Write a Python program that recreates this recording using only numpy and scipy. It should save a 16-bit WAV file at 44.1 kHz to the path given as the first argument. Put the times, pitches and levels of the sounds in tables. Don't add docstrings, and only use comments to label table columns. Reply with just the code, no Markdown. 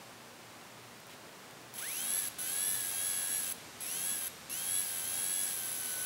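import sys
import numpy as np
from scipy import signal
from scipy.fft import rfft, irfft, next_fast_len
from scipy.io import wavfile
from scipy.ndimage import map_coordinates

SR = 44100
rng = np.random.default_rng(int(sys.argv[2]) if len(sys.argv) > 2 else 0)


def makeup_ratio(level_db):
    decades = np.asarray(level_db, float) / 20
    return 10 ** decades


def unload_wav(signal):
    wavfile.write(
        sys.argv[1],
        SR,
        np.round(np.clip(np.atleast_2d(signal).T, -1, 1) * 32767).astype(np.int16),
    )


N = 266805
FULL_SPEED = 93.2

# power on in seconds, power off in seconds.
RUNS = [
    (1.739, 2.285),
    (2.385, 3.5245),
    (3.805, 4.281),
    (4.497, 6.06),
]
COGGING = [18]
SLOTS = [54, 90, 126, 130, 138, 156, 167]
STEPS = [36, 72, 108]
WINDING = [9, 17, 24, 30, 42, 48, 60, 66, 78, 98, 132, 150]
RINGING = [81, 84, 113, 116, 119, 124]


def motor():
    t = np.arange(N) / SR
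    speed, torque_db, chop_db = controller()
    powered = sum((t > on) * (t < off) for on, off in RUNS)
    spin = (t > RUNS[0][0]) * speed / 90
    angle = 2 * np.pi * np.cumsum(speed) / SR + 0.003 * wobble(40)
    force = cogging(spin, angle) + slots(spin, angle) + commutation(spin, angle, torque_db)
    force = force + winding(spin, angle, torque_db) + bell_ringing(spin, angle, torque_db)
    force = force + faults(spin, angle, torque_db) + switching_noise(angle, chop_db)
    force = powered * force + knocks()
    return filtered(force, body) + unbalance(spin, angle) + air_drag(spin)


def controller():
    # start in seconds, drive as the speed it would settle at in turns per s (also drag in coasting).
    drive_steps = [(1.739, 83.2), (1.774, 132.1), (2.002, 106.6), (2.192, 71.8), (2.285, 66.9),
                   (2.385, 89.8), (2.444, 108.5), (2.536, 101.6), (2.756, 77.8), (2.854, 86.2),
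                   (2.956, 101.0), (3.064, 92.2), (3.29, 100.5), (3.371, 77.9), (3.525, 57.8),
                   (3.805, 82.1), (3.866, 122.2), (3.97, 100.9), (4.135, 71.8), (4.204, 81.2),
                   (4.281, 59.5), (4.497, 127.4), (4.58, 100.1), (4.806, 72.0), (4.866, 81.2),
                   (5.03, 102.4), (5.09, 95.9), (5.45, 77.1), (5.588, 82.4), (5.96, 84.5)]
    # drive in turns per s, torque in dB.
    torque_curve = [(70, -11.5), (83, -6), (89, -2), (92, -1.5), (130, 3)]
    # switching level at power on in dB, rise time in seconds.
    soft_starts = [
        (-19, 0.013),
        (-1, 0.12),
        (-2.5, 0.066),
        (-2.5, 0.12),
    ]
    inertia_s, first_jerk = 0.25, 9
    behind, catch_up_db = 11, -3.5
    t = np.arange(N) / SR
    starts, levels = np.transpose(drive_steps)
    drive = np.append(0, levels)[np.searchsorted(starts, t)]
    since = [np.where(t > on, t - on, np.inf) for on, off in RUNS]
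    speed = lag(drive, inertia_s) + first_jerk * np.exp(-since[0] / inertia_s)
    wanted_db = np.interp(drive, *np.transpose(torque_curve))
    wanted_db = np.where(drive - speed > behind, np.maximum(wanted_db, catch_up_db), wanted_db)
    torque_db = lag(wanted_db, 0.012)
    soft_db = sum(db * np.exp(-d / rise) for d, (db, rise) in zip(since, soft_starts))
    chop_db = -53 - 0.17 * torque_db + soft_db
    return speed, torque_db, chop_db


def cogging(spin, angle):
    levels_db = [-52.5]
    # time in seconds, level in dB.
    seat = [
        (1.74, -10),
        (2.3, -1),
        (2.5, 0),
        (3.3, -1),
        (3.5, -3),
        (5.6, -4),
        (6.05, 5),
    ]
    return spin ** 5 * makeup_ratio(curve(seat)) * orders(COGGING, levels_db, angle, sway_db=0.0)


def slots(spin, angle):
    levels_db = [-59.5, -61, -62, -63, -65, -68, -59]
    return spin ** 0.3 * orders(SLOTS, levels_db, angle, sway_db=3.5)


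def commutation(spin, angle, torque_db):
    levels_db = [-50, -54.5, -66]
    return spin ** 0.4 * makeup_ratio(torque_db) * orders(STEPS, levels_db, angle, sway_db=2.2)


def winding(spin, angle, torque_db):
    levels_db = [-64, -61, -61, -57.5, -57.5, -57, -56.5, -55.5, -59, -63, -63, -64]
    return spin ** 4 * makeup_ratio(0.65 * torque_db) * orders(WINDING, levels_db, angle, sway_db=1.5)


def bell_ringing(spin, angle, torque_db):
    levels_db = [-59, -45, -54, -38.5, -39, -53]
    beat = (1 + 0.55 * np.cos(angle)) * makeup_ratio(0.55 * torque_db)
    return spin ** 4 * beat * orders(RINGING, levels_db, angle, sway_db=1.2)


def faults(spin, angle, torque_db):
    # frequency in Hz, gain in dB.
    fault_colour = [(200, -120), (500, 3), (3000, -1), (6000, -4), (8500, 7), (11000, 8), (13500, 9),
                    (16000, 1)]
    order = np.arange(2049)
    others = (order < 190) & ~np.isin(order, COGGING + SLOTS + STEPS + WINDING + RINGING)
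    phases = rng.uniform(0, 2 * np.pi, len(order))
    pattern = unit(irfft(others * np.exp(1j * phases)))
    turn = angle / (2 * np.pi) % 1
    pull = np.interp(turn, np.arange(4097) / 4096, np.append(pattern, pattern[0]))
    return makeup_ratio(-53.5 + 0.13 * torque_db) * spin * filtered(pull, colour(fault_colour))


def switching_noise(angle, chop_db):
    # frequency in Hz, density in dB per Hz.
    board_colour = [(200, -120), (400, 12.5), (1500, -10.5), (3000, 3), (5000, 0.5), (9500, 2),
                    (12000, 1.5), (16000, -1.5)]
    chop = makeup_ratio(chop_db + 0.9 * wobble(12))
    groups = 1 + 0.073 * np.cos(3 * angle) + 0.26 * np.cos(angle)
    return makeup_ratio(7.0) * chop * groups * noise(colour(board_colour))


def knocks():
    # time in seconds, peak in dB.
    hits = [
        (1.739, -40),
        (1.7835, -34),
        (1.8254, -41),
        (1.851, -38),
        (2.3865, -47),
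        (3.8067, -43),
        (4.4977, -37),
    ]
    return bursts(hits, t60=0.007)


def unbalance(spin, angle):
    once = makeup_ratio(-66.5 + 3.6 * wobble(8)) * np.sin(angle)
    twice = makeup_ratio(-69.5 + 3.4 * wobble(4.42)) * np.sin(2 * angle)
    return spin ** 4 * (once + twice)


def air_drag(spin):
    # frequency in Hz, density in dB per Hz.
    wind_colour = [(500, -120), (900, 4), (1800, 8.5), (4000, 7.5), (8000, 4.5), (12000, 0.5), (16000, -15)]
    return makeup_ratio(-53.0) * spin * noise(colour(wind_colour))


def body(f):
    # frequency in Hz, width in Hz, level in dB.
    plate_modes = [(717, 110, 2.5), (1501, 42, 4.5), (1610, 160, 1), (1980, 450, -1), (4265, 30, -4.5),
                   (6020, 470, -0.5)]
    # frequency in Hz, width in Hz, level in dB.
    bell_modes = [(7810, 360, 5.5), (10950, 1000, 10), (11130, 710, 9.5), (15580, 440, 13.5)]
    plate = 1 + sum(makeup_ratio(db) * resonance(f, hz, width) for hz, width, db in plate_modes)
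    bell = sum(makeup_ratio(db) * resonance(f, hz, width) ** 2 for hz, width, db in bell_modes)
    return (plate + bell) * (1j * f / (950 + 1j * f)) ** 2


def orders(multiples, levels_db, angle, sway_db):
    total = 0
    for k, db in zip(multiples, levels_db):
        level = makeup_ratio(db + sway_db * wobble(14)) / abs(body(k * FULL_SPEED))
        total = total + level * np.sin(k * angle + rng.uniform(0, 2 * np.pi))
    return total


def walls(x):
    t = np.arange(SR // 3) / SR
    tail = rng.standard_normal(SR // 3) * makeup_ratio(-60 * t / 0.25)
    return signal.fftconvolve(x, tail / np.linalg.norm(tail))[:N]


def room():
    # frequency in Hz, density in dB per Hz.
    room_colour = [(18, -63), (30, -30), (90, -9), (112, -4.5), (179, -4), (227, -4), (404, -4),
                   (449, -4.5), (988, -5.5), (1860, -9.5), (2060, -10), (8080, -18), (16000, -25.5)]
    return makeup_ratio(-52 + wobble(2.91) / 3) * noise(colour(room_colour)) + fan_hum() + paper()


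def fan_hum():
    # frequency in Hz, width in Hz, level in dB.
    hum_tones = [(119.65, 3.7, -68.5), (240.1, 6.7, -69)]
    return sum(makeup_ratio(db) * noise(lambda f: resonance(f, hz, width) ** 2) for hz, width, db in hum_tones)


def paper():
    # time in seconds, peak in dB.
    wire_ticks = [
        (0.4034, -47),
        (0.9744, -49),
        (1.0016, -43),
        (1.068, -42),
        (1.1094, -46),
        (1.5094, -42),
        (1.6144, -42),
    ]
    # time in seconds, peak in dB.
    finger = [
        (1.095, -44),
        (1.115, -45),
        (1.135, -47),
    ]
    ticks = makeup_ratio(-4) * filtered(bursts(wire_ticks, t60=0.015), lambda f: resonance(f, 12000, 9000))
    return ticks + filtered(bursts(finger, t60=0.16), lambda f: resonance(f, 2000, 2500))


def bursts(events, t60):
    out, t = np.zeros(N + SR), np.arange(SR // 20) / SR
    for start, db in events:
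        puff = makeup_ratio(db - 60 * t / t60) * rng.standard_normal(len(t))
        out[round(start * SR):][:len(t)] += puff
    return out[:N]


def noise(response):
    return unit(filtered(rng.standard_normal(N), response))


def resonance(f, hz, width):
    return 1j * f * width / (hz * hz - f * f + 1j * f * width)


def colour(points):
    hz, db = np.transpose(points)
    return lambda f: makeup_ratio(np.interp(np.log(f + 1), np.log(hz), db))


def filtered(x, response):
    m = next_fast_len(N + SR // 2)
    return irfft(rfft(x, m) * response(np.fft.rfftfreq(m, 1 / SR)), m)[:N]


def lag(x, seconds):
    keep = np.exp(-1 / (seconds * SR))
    return signal.lfilter([1 - keep], [1, -keep], x)


def wobble(rate):
    knots = rng.standard_normal(int(N * rate / SR) + 4)
    return map_coordinates(knots, [np.arange(N) * rate / SR])


def curve(rows):
    return np.interp(np.arange(N) / SR, *np.transpose(rows))


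def unit(x):
    return x / np.sqrt(np.mean(x ** 2) + 1e-20)


def scene():
    near = motor()
    return (near + makeup_ratio(-11.5) * walls(near) + room())[None]


def band_limit(x):
    return signal.sosfilt(signal.butter(12, 16870, fs=SR, output="sos"), x)


def record(dry):
    heard = filtered(dry[0], lambda f: (f < 15740) * 1j * f / (40 + 1j * f))
    return band_limit(heard[None])


dry = scene()
out = record(dry)
unload_wav(out)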